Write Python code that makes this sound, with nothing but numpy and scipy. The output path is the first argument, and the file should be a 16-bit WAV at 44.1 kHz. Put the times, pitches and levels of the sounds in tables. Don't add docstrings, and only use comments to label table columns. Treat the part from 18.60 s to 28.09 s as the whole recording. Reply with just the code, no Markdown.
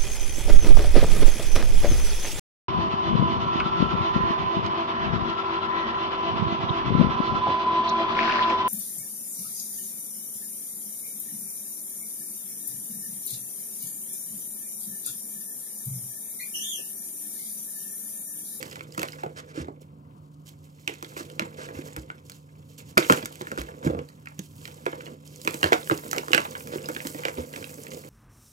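import sys
import numpy as np
from scipy import signal
from scipy.fft import rfft, irfft, next_fast_len
from scipy.io import wavfile
from scipy.ndimage import uniform_filter1d, map_coordinates

SR = 44100
rng = np.random.default_rng(int(sys.argv[2]) if len(sys.argv) > 2 else 0)


def generate_wav(signal):
    frames = np.transpose(np.atleast_2d(signal))
    scaled = np.clip(frames, -1, 1) * 32767
    pcm = np.round(scaled).astype(np.int16)
    wavfile.write(sys.argv[1], SR, pcm)


N = 418509

# (time [s], crack level over SNAP_SPAN_S [dB],
# crack pitch [Hz], brightness of the tick [dB re crack], thud of the loosened piece [dB re crack])
FRACTURES = [(0.0277, -31, 1980, 5.5, -21), (0.1572, -36.5, 2450, -4, -27), (0.208, -32, 2100, -33, -18),
             (0.3776, -25.5, 1190, -4, -12), (0.394, -28.5, 2600, 4, -7), (0.4306, -23.5, 2370, 0.5, -8.5),
             (0.4852, -34, 2840, -23, -20), (0.6339, -34, 2100, -8, -4), (2.2765, -19, 2650, -7, -20),
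             (2.426, -34.5, 1650, 3.5, -6.5), (2.5658, -34.5, 1680, -7, -5),
             (2.7947, -20, 2540, -10, -13.5), (3.3639, -33, 1730, 2, -6), (3.501, -30, 1730, -40, -20),
             (3.6972, -43.5, 2750, 11, -24), (4.3729, -13.5, 1380, -16, -5.5), (4.378, -8, 1970, -3, -48),
             (4.4982, -7.5, 1610, -22, -12), (4.523, -13, 1700, -3.5, -11.5),
             (4.657, -29.5, 2300, 7.5, -38), (4.87, -31.5, 1740, -10, -15), (4.9162, -27.5, 1570, -8, -5),
             (4.9757, -28, 1350, -6, -7), (5.0154, -33.5, 2150, 2, -7), (5.273, -27.5, 1540, -10, -12),
             (5.672, -32.5, 2070, -29, -31), (5.792, -42, 2200, 16.5, 2), (6.054, -33, 2800, -5, -19),
             (6.2635, -20, 1450, -15, -5), (6.4075, -36, 1930, -23, -33), (6.849, -44, 3000, 16.5, 5.5),
             (6.8753, -15.5, 2100, -7.5, -14), (6.9423, -35.5, 2440, 11, 1.5),
             (7.0301, -13.5, 2070, -10, -15), (7.0412, -13.5, 2250, -11, -10.5),
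             (7.1209, -24, 1280, -8, -3.5), (7.1303, -10.5, 2430, -11, -34), (7.2977, -17, 1410, -24, -16),
             (7.3112, -18.5, 1680, -19, -6.5), (7.5128, -36.5, 2870, 19, -9),
             (7.5307, -20.5, 1220, -2, -21), (7.582, -22, 3400, -2, -16), (7.6825, -28, 1310, -5, -15),
             (7.7328, -5.5, 2650, -19, -22), (7.7468, -9.5, 2550, -6, -14.5),
             (7.778, -13.5, 2330, -15, -16), (7.952, -29, 1870, -28.5, -29), (8.287, -26, 1100, -2.5, -9),
             (8.3642, -26, 2440, -12, -12), (8.4038, -30.5, 2120, -17, -28), (8.47, -32, 1940, 10.5, -14),
             (8.6518, -20.5, 2280, -9, -6.5), (8.6832, -26, 1540, -8, -8), (8.9613, -31.5, 2740, 1, -8),
             (9.0423, -31.5, 2860, -18, -19)]
# (frequency [Hz], relative level [dB])
GRIT_COLOUR = [(300, -32), (700, 5.5), (950, 14), (1200, 7), (1430, 5.5), (1750, 5.5), (2200, 6.5),
               (2850, -2.5), (3600, -0.5), (4800, -12.5), (8000, -14), (16000, -59)]
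# (frequency [Hz], relative level [dB])
TICK_COLOUR = [(1500, -2), (4000, 2.5), (6200, 4.5), (7600, 7), (9400, -6.5), (12000, 0.5), (15800, -11)]
SNAP_SPAN_S, THUD_SPAN_S = 0.005, 0.02


def snaps():
    # (time [s], left channel gain ahead of the microphones [dB])
    break_side = [(0, -1.5), (2.3, 0.5), (3.5, 1.5), (4.5, 1.5), (6.2, -2), (7.3, -0.5), (7.74, -4),
                  (8.1, -1)]
    track = np.zeros((2, N))
    for s, db, hz, tick_db, _ in FRACTURES:
        def body(f):
            ring = np.abs(resonance(f, hz, 1.36 * hz)) ** 3.3
            return causal(basin(f) ** 0.92 * piece(f, ripple_db=1.5) * ring)

        crack = sized(filtered(burst(t60=0.011, scatter=2.8), body), db, SNAP_SPAN_S)
        tick = sized(coloured(burst(t60=0.017, scatter=7.0), TICK_COLOUR), db + tick_db, SNAP_SPAN_S)
        snap = reflected(crack + amp(-7.0) * tick, near_db=-22.0, near_t60=0.054, room_db=-11.0)
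        left_db = np.interp(s, *np.transpose(break_side))
        add(track, s, snap * amp([[left_db], [0]]))
    return track


def chips():
    # (time [s], click level over SNAP_SPAN_S [dB], pitch [Hz], bright tick [dB re click])
    chip_events = [(0.01, -44, 2640, -15), (0.113, -42.5, 5000, -13), (0.128, -39, 2800, -20),
                   (0.194, -41, 2520, -44), (0.323, -44, 5330, -20), (0.348, -42, 2400, -7),
                   (0.417, -31, 2800, -9), (0.521, -40, 4370, -24), (0.5315, -38.5, 2310, -16),
                   (2.446, -36, 2830, -27), (2.598, -41, 4960, -12), (2.7, -41.5, 3360, -25),
                   (3.088, -38, 1500, -28), (3.719, -41.5, 4500, -14), (4.393, -35, 2200, -9),
                   (4.399, -33, 2400, -8), (4.41, -41, 3200, -6), (4.421, -35, 1900, -8),
                   (4.467, -43, 2400, 1), (4.535, -29, 2100, -6), (4.546, -29, 1900, -11),
                   (4.573, -41, 2450, -14), (4.584, -39, 2000, -8), (4.627, -34, 2150, -11),
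                   (4.6497, -44.5, 4500, 2), (4.756, -44, 2980, 1), (4.818, -46, 5000, 4.5),
                   (5.088, -38.5, 1570, -26), (5.488, -47, 3100, -13), (5.658, -42.5, 2130, -10),
                   (6.077, -40, 2360, -4), (6.256, -45, 2000, 0), (6.38, -53, 2400, -8),
                   (6.422, -47, 2300, -8), (6.458, -44, 3470, -25), (6.466, -38.5, 2270, -24),
                   (6.676, -45.5, 5340, -17), (6.76, -44.5, 7040, -7), (6.816, -39, 5550, -16),
                   (6.908, -39, 2200, 1), (7.013, -44, 2300, 4), (7.063, -36, 2620, -23),
                   (7.274, -35, 2190, -7), (7.32, -33, 2900, -18), (7.343, -39, 2700, -14),
                   (7.376, -41.5, 6000, 4), (7.563, -44, 2970, 8), (7.718, -31, 2880, -4),
                   (7.853, -33.5, 2340, -19), (7.9096, -40, 5550, -10), (7.978, -45, 6700, -21),
                   (8.006, -39.5, 2450, -15), (8.073, -40, 2300, -1.5), (8.184, -38, 2340, -28),
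                   (8.209, -45, 2400, -13), (8.243, -39, 2900, -20), (8.258, -35, 4060, -26),
                   (8.316, -50, 2900, 3.5), (8.349, -38, 2900, -2), (8.448, -47, 6860, -23),
                   (8.635, -31, 2200, -23), (8.938, -35, 2280, -24), (9.026, -37, 2400, -19),
                   (9.093, -44, 2730, -17), (9.142, -42.5, 7100, -9), (9.235, -40, 6440, -21),
                   (9.268, -36.5, 2400, -14), (9.306, -44, 6000, -8), (9.317, -37.5, 2440, -18),
                   (9.346, -42, 5770, -22)]
    track = np.zeros((1, N))
    for s, db, hz, tick_db in chip_events:
        def body(f):
            ring = np.abs(resonance(f, hz, 0.54 * hz)) ** 1.33
            return causal(basin(f) * piece(f, ripple_db=4.0) * ring)

        click = sized(filtered(burst(t60=0.013, scatter=2.4), body), db, SNAP_SPAN_S)
        tick = sized(coloured(burst(t60=0.0089, scatter=3.9), TICK_COLOUR), db + tick_db, SNAP_SPAN_S)
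        add(track, s, (click + tick)[None])
    return reflected(track[0], near_db=-11.5, near_t60=0.016, room_db=-10.0)


def thuds():
    # (time [s], level over THUD_SPAN_S [dB], pitch [Hz], crushed grit [dB re knock])
    landings = [(0.381, -37.5, 200, -20), (0.417, -36.5, 424, -4), (0.635, -28, 490, -33),
                (0.662, -34.5, 470, -18), (0.975, -28.5, 356, -21), (1, -33.5, 330, -24),
                (1.045, -42, 400, -11), (1.083, -33.5, 474, -21.5), (2.294, -34.5, 427, -2.5),
                (2.606, -37, 453, -11), (2.821, -31, 220, -5), (3.088, -43.5, 398, -4),
                (3.189, -36, 308, -15), (3.379, -39, 216, -14), (4.381, -19, 416, -9),
                (4.503, -17, 386, -13), (4.578, -33, 400, -22), (4.631, -34.5, 357, -13),
                (4.811, -32, 384, -5.5), (4.985, -31.5, 313, -20), (5.248, -31.5, 300, -12.5),
                (5.264, -20, 240, -19), (5.271, -28.5, 480, -17), (5.299, -25.5, 460, -17.5),
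                (5.348, -34.5, 326, -12), (5.39, -34.5, 390, -7.5), (6.331, -37.5, 533, -14),
                (6.862, -40, 383, -5), (7.059, -25.5, 443, -3), (7.122, -14.5, 570, -9.5),
                (7.127, -24.5, 770, -5), (7.312, -22, 417, -23), (7.462, -38.5, 343, -7),
                (7.568, -34, 760, -14), (7.706, -31, 476, -14), (7.797, -36, 360, -16),
                (8.119, -40, 450, -7), (8.136, -32.5, 510, -7), (8.157, -29.5, 367, -12.5),
                (8.299, -33.5, 480, -20), (8.451, -32, 320, -8), (8.546, -34.5, 380, -7),
                (8.783, -32.5, 404, -11)]
    lag_s = 0.001534
    track = np.zeros((2, N))
    for s, db, _, _, thud_db in FRACTURES:
        weight_db = db + thud_db
        hz = 466 * 2 ** ((weight_db + 25) / 58)
        add(track, s + lag_s, thud(weight_db, hz, grit_db=-8.5))
    for s, db, hz, grit_db in landings:
        add(track, s, thud(db, hz, grit_db))
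    return track


def thud(db, hz, grit_db):
    def body(f):
        contact = np.abs(resonance(f, hz, 0.89 * hz)) ** 2.08 / np.sqrt(1 + (f / (2.06 * hz)) ** 4)
        return causal(basin(f) ** 1.11 * piece(f, ripple_db=1.5) * contact)

    knock = unit(filtered(burst(t60=0.031, scatter=2.74), body))
    crunch = unit(coloured(burst(t60=0.016, scatter=9.8), GRIT_COLOUR))
    blow = sized(knock + amp(grit_db) * crunch, db, THUD_SPAN_S)
    return reflected(blow, near_db=-9.5, near_t60=0.053, room_db=-7.5)


def bumps():
    # (time [s], peak level at the right microphone [dB], pitch [Hz])
    floor_bumps = [(1.004, -34.5, 78), (2.814, -32.5, 182), (3.163, -35.5, 91), (3.372, -36.5, 64),
                   (4.371, -18, 206), (4.5, -34.5, 89), (4.988, -33, 59), (5.257, -25.5, 97.5),
                   (5.268, -25, 174), (5.303, -32, 74.5), (5.352, -31, 82), (5.79, -27, 188),
                   (7.037, -26.5, 155), (7.042, -29, 90), (8.787, -34, 79.5)]
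    track = np.zeros((1, N))
    t = np.arange(SR // 3) / SR
    for s, db, hz in floor_bumps:
        cycles = hz * t
        swing = np.sin(2 * np.pi * cycles) * amp(-6.0 * cycles) * (1 - np.exp(-cycles / 2))
        add(track, s, amp(db) * swing[None] / swing.max())
    return track


def crumbling():
    # (frequency [Hz], relative level [dB])
    patter_colour = [(25, -51), (70, -6), (150, -4), (240, -0.5), (325, 3.5), (400, -5.5), (490, 0),
                     (610, -8), (900, -13), (1200, -12.5), (3000, -53)]
    # (frequency [Hz], relative level [dB])
    powder_colour = [(1000, -14), (3000, 2.5), (5000, 0), (6500, 1.5), (7500, 3.5), (9300, -5),
                     (12000, -3.5), (15800, -10)]
    crumb_flow, grit_flow, powder_flow = flow()
    crumbs = grains(rate=260, spread_db=1.0, clump_db=-1.5, smooth=0.41)
    patter = unit(coloured(crumbs, patter_colour))
    crunches = grains(rate=300, spread_db=3.5, clump_db=4.0, smooth=0.41)
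    grit = patchy(coloured(crunches, GRIT_COLOUR), depth_db=5.5)
    hiss = grains(rate=530, spread_db=-2.0, clump_db=3.5, smooth=1.0)
    powder = patchy(coloured(hiss, powder_colour), depth_db=1.4)
    specks = patchy(coloured(flakes(rate=90, t60=0.003), powder_colour), depth_db=3)
    stress = np.sqrt(grit_flow * powder_flow)
    stress = stress / np.hypot(1, stress / amp(-42.5))
    reference = amp(-35)
    splitting = reference * (stress / reference) ** 1.41
    flying = splitting * (amp(-7) * specks + amp(-8.5) * splinters())
    mix = amp(1) * crumb_flow * patter + amp(-2.5) * grit_flow * grit + amp(-6.5) * powder_flow * powder
    return reflected(mix + flying + rubs(), near_db=-4.5, near_t60=0.015, room_db=-9.5)


def flow():
    # (time [s], effort [dB], fineness [dB])
    grip = [(0, -45.5, 1.5), (0.27, -55, -0.5), (0.45, -48.5, 5), (0.72, -57, -5), (0.9, -58, -4),
            (1.25, -68, -7.5), (1.8, -74.5, 8), (2.5, -51, 2), (2.92, -51.5, -2.5), (3.25, -47, 0.5),
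            (3.62, -63, -1.5), (4.02, -65, 4), (4.8, -50, 3.5), (5.199, -51, -4.5), (5.552, -62, 4.5),
            (5.92, -67.5, 9.5), (6.1, -51, 3), (6.621, -62, 0), (6.95, -46, 0), (9.49, -50, 0)]
    # (time [s], length [s], effort [dB], fineness [dB])
    squeezes = [(0.025, 0.14, -50, 2), (0.37, 0.06, -40, 3), (0.927, 0.15, -56, -9), (1.203, 0.012, -54, 3),
                (1.856, 0.038, -57.5, 13), (2.024, 0.034, -62.5, 8), (2.549, 0.061, -51, 11.5),
                (2.972, 0.066, -55.5, -11), (3.643, 0.14, -61, 9), (4.081, 0.061, -56.5, 7),
                (4.175, 0.007, -40, 5), (4.265, 0.043, -62.5, 14.5), (4.383, 0.19, -38.5, 4.5),
                (4.975, 0.025, -46, 7.5), (5.225, 0.043, -40, -3), (5.269, 0.13, -52, -17),
                (5.804, 0.058, -65, 15.5), (5.968, 0.081, -56, 8), (6.327, 0.21, -50, -2.5),
                (6.638, 0.51, -67.5, 18), (7.546, 0.033, -40.5, -5.5), (8.04, 0.35, -51, -4.5),
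                (8.569, 0.045, -42, -2), (8.765, 0.025, -37.5, -2.5), (8.912, 0.11, -44, -0.5),
                (9.308, 0.065, -46, -1)]

    def shares(db, fine_db):
        return amp(np.reshape([db - fine_db, db, db + fine_db], (3, -1)))

    s, *columns = np.transpose(grip)
    effort_db, fineness_db = [np.interp(np.arange(N) / SR, s, column) for column in columns]
    power = shares(effort_db, fineness_db) ** 2
    for s, length, db, fine_db in squeezes:
        add(power, s, (shares(db, fine_db) * swell(length, attack=0.014, t60=0.14)) ** 2)
    trail = swell(0.0016, attack=0.0016, t60=0.35)
    strain_s, strain_db = 0.0071, -33.5
    strain = swell(strain_s, strain_s, strain_s)
    for s, db, _, tick_db, thud_db in FRACTURES:
        debris = amp(db) * amp([[thud_db - 35], [-15.5], [tick_db / 2 - 20]])
        add(power, s - strain_s, (shares(db + strain_db, 0) * strain) ** 2)
        add(power, s, (debris * trail) ** 2)
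    return np.sqrt(power)


def splinters():
    splinter_hz = [2100, 2650, 3400]

    def crack(hz):
        def ring(f):
            return causal(basin(f) * np.abs(resonance(f, hz, 0.7 * hz)) ** 2)
        return filtered(flakes(rate=20, t60=0.003), ring)

    return patchy(sum(crack(hz) for hz in splinter_hz), depth_db=4)


def rubs():
    # (time [s], length [s], level at full pressure ahead of echoes [dB])
    slides = [(0.575, 0.055, -49), (0.867, 0.063, -52), (0.756, 0.058, -39), (0.935, 0.1, -41.5),
              (1.86, 0.016, -66), (2.556, 0.064, -39.5), (2.963, 0.11, -42), (3.124, 0.089, -48.5),
              (4.976, 0.022, -32.5), (7.023, 0.074, -40), (8.11, 0.049, -40.5), (8.284, 0.13, -66),
              (8.655, 0.049, -40), (8.75, 0.024, -49)]
    # (frequency [Hz], relative level [dB])
    scrape_colour = [(300, -6), (900, 7.5), (1500, 11.5), (2700, 2), (4200, -1), (6500, -3.5), (8000, -6),
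                     (10000, -15), (15800, -25)]
    t = np.arange(N) / SR
    pressure = np.zeros(N)
    for s, length, db in slides:
        rise = (t - s) / (0.31 * length)
        release = (s + length - t) / 0.011
        pressure += amp(db) * np.clip(np.minimum(rise, release), 0, 1)
    scrape = grains(rate=1100, spread_db=4.0, clump_db=0.5, smooth=0.82)
    return pressure * unit(coloured(scrape, scrape_colour))


def dust():
    # (time [s], level [dB])
    dust_fall = [(0, -83), (5.2, -93), (5.65, -81), (6.05, -57.5), (6.55, -86), (6.85, -50), (7.25, -48.5),
                 (7.6, -50), (7.85, -49.5), (8.15, -52.5), (8.55, -48.5), (8.87, -57.5), (9.0, -50),
                 (9.25, -52), (9.49, -55)]
    # (frequency [Hz], relative level [dB])
    dust_colour = [(2000, -40), (4000, -8), (6500, -5), (7700, -1.5), (9200, -7), (11400, -4.5),
                   (13500, -7.5), (15800, -8)]
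    level_db = np.interp(np.arange(N) / SR, *np.transpose(dust_fall)) + 2.3 * wobble(18)
    fine = grains(rate=1100, spread_db=5, clump_db=1.8, smooth=0.45)
    crackle = patchy(coloured(fine, dust_colour), depth_db=2.6)
    return reflected(amp(level_db) * crackle, near_db=-19, near_t60=0.012, room_db=-9.5)


def background():
    # (frequency [Hz], central rms level at the right microphone [dB])
    hum_tones = [(90, -65), (150.3, -50.5), (279.5, -60.5), (538, -72)]
    # (frequency [Hz], relative level [dB])
    air_colour = [(20, -31), (45, -29.5), (85, 0.5), (130, 0.5), (210, -3), (300, -8.5), (400, -13.5),
                  (560, -18.5), (720, -16.5), (1000, -23), (1800, -47.5), (4000, -48), (7500, -51),
                  (15800, -48)]
    # (frequency [Hz], gain [dB])
    air_left = [(300, 0), (700, 2), (1000, 8.5), (3000, 21), (6000, 9.5), (12000, -2)]
    t = np.arange(N) / SR
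    hum = np.zeros(N)
    for hz, db in hum_tones:
        tone = np.sin(2 * np.pi * hz * t + 0.4 * wobble(30))
        hum += amp(db + 1.2 * wobble(7.8)) * np.sqrt(2) * tone
    air = amp(-52.5 + 2.5 * wobble(7)) * unit(coloured(rng.standard_normal(N), air_colour))
    left_air = filtered(air, lambda f: amp(along(air_left, f)))
    return hum + np.array([left_air, air])


def basin(f):
    # (frequency [Hz], width [Hz], peak gain of each alone [dB])
    basin_modes = [(122.4, 125, 21.5), (216, 184, 4.5), (322, 82, 11), (490, 146, 3.5), (836, 850, 12),
                   (1450, 440, 9), (2350, 330, 4), (2880, 95, 2)]
    return amp(sum(db * np.abs(resonance(f, hz, width)) ** 2 for hz, width, db in basin_modes))


def piece(f, ripple_db):
    knots = np.geomspace(200, 8000, num=44)
    return amp(ripple_db * np.interp(f, knots, rng.standard_normal(len(knots))))


def reflected(x, near_db, near_t60, room_db):
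    # (frequency [Hz], time to fall by 60 dB [s])
    room_t60 = [(100, 0.22), (500, 0.2), (2500, 0.18), (7000, 0.16), (15000, 0.034)]
    hz, t, z = signal.stft(rng.standard_normal((3, SR // 5)), SR, nperseg=256)
    apart = (hz / (hz + 900))[:, None]
    z = np.sqrt(1 - apart ** 2) * z[2] + apart * z[:2]
    decay = amp(-60 * t / along(room_t60, hz)[:, None])
    tail = signal.istft(z * decay, SR, nperseg=256)[1]
    t = np.arange(tail.shape[1]) / SR
    near = rng.standard_normal(len(t)) * amp(-60 * t / near_t60)
    echoes = amp(near_db) * near / np.linalg.norm(near) + amp(room_db) * tail / np.linalg.norm(tail[0])
    echoes = echoes * np.clip(t / 0.00091, 0, 1)
    x = np.pad(x, (0, SR // 5))[:N]
    return x + signal.fftconvolve(x[None], echoes, axes=1)[:, :len(x)]


def burst(t60, scatter):
    t = np.arange(SR // 10) / SR
    spray = rng.standard_normal(len(t)) * amp(-60 * t / t60)
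    return (t == 0) + scatter * spray / np.linalg.norm(spray)


def grains(rate, spread_db, clump_db, smooth):
    hits = rng.random(N) < rate / SR
    size = amp(spread_db * np.minimum(rng.standard_normal(N), 2)) * np.sign(rng.standard_normal(N))
    rub = smooth * rng.standard_normal(N)
    return unit((unit(hits * size) + rub) * amp(clump_db * wobble(110)))


def flakes(rate, t60):
    breaks = grains(rate, spread_db=10.5, clump_db=-1.5, smooth=0)
    return unit(signal.oaconvolve(breaks, burst(t60, scatter=0.75))[:N])


def patchy(x, depth_db):
    z = signal.stft(x, nperseg=256)[2]
    field = uniform_filter1d(rng.standard_normal(z.shape), size=11, axis=0)
    field = uniform_filter1d(field, size=3, axis=1)
    return unit(signal.istft(z * amp(depth_db * unit(field)), nperseg=256)[1][:N])


def swell(length, attack, t60):
    t = np.arange(round((length + t60) * SR)) / SR
    return np.minimum(t / attack, 1) * amp(-60 * np.maximum(t - length, 0) / t60)


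def wobble(rate):
    knots = rng.standard_normal(int(N * rate / SR) + 4)
    return map_coordinates(knots, [np.arange(N) * rate / SR], order=1)


def resonance(f, hz, width):
    return 1j * f * width / (hz * hz - f * f + 1j * f * width)


def causal(gain):
    cepstrum = irfft(np.log(np.maximum(gain, 1e-6)))
    half = len(cepstrum) // 2
    cepstrum[1:half] *= 2
    cepstrum[half + 1:] = 0
    return np.exp(rfft(cepstrum))


def filtered(x, response):
    n = x.shape[-1]
    m = 2 * next_fast_len(n // 2 + 2048)
    return irfft(rfft(x, m) * response(np.fft.rfftfreq(m, 1 / SR)), m)[..., :n]


def coloured(x, spectrum):
    return filtered(x, lambda f: causal(amp(along(spectrum, f))))


def along(points, hz):
    f, v = np.transpose(points)
    return np.interp(np.log(hz + 1), np.log(f + 1), v)


def amp(db):
    return 10 ** (np.asarray(db) / 20)


def unit(x):
    return x / np.sqrt(np.mean(x ** 2) + 1e-20)


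def sized(x, db, seconds):
    return x / np.linalg.norm(x) * amp(db) * np.sqrt(seconds * SR)


def add(track, s, x):
    start = max(round(s * SR), 0)
    track[:, start:start + x.shape[1]] += x[:, :N - start]


def scene():
    # (frequency [Hz], gain [dB])
    left_level = [(60, -.5), (200, -2.5), (400, -5.5), (680, -6), (950, 0), (1450, 0), (2000, -5.5),
                  (3200, -10), (4800, -6.5), (8000, -6.5), (11000, -1.5), (15000, 0)]
    # (frequency [Hz], phase [rad])
    left_phase = [(40, 0), (340, -.6), (520, -1.2), (700, -2.4), (950, -3.2), (1250, -3.2), (1800, -3.7),
                  (2600, -5.1), (3000, -6.6), (3700, -9.8), (4800, -12.5), (16000, -12.6)]

    def left_microphone(f):
        return amp(along(left_level, f)) * np.exp(1j * along(left_phase, f))

    left, right = snaps() + chips() + thuds() + bumps() + crumbling() + dust() + background()
    return np.array([filtered(left, left_microphone), right])


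def record(dry):
    top_hz = 15750
    clipped = dry / (1 + np.abs(dry) ** 6) ** (1 / 6)
    return filtered(clipped, lambda f: 1 / np.sqrt(1 + (f / top_hz) ** 160))


dry = scene()
out = record(dry)
generate_wav(out)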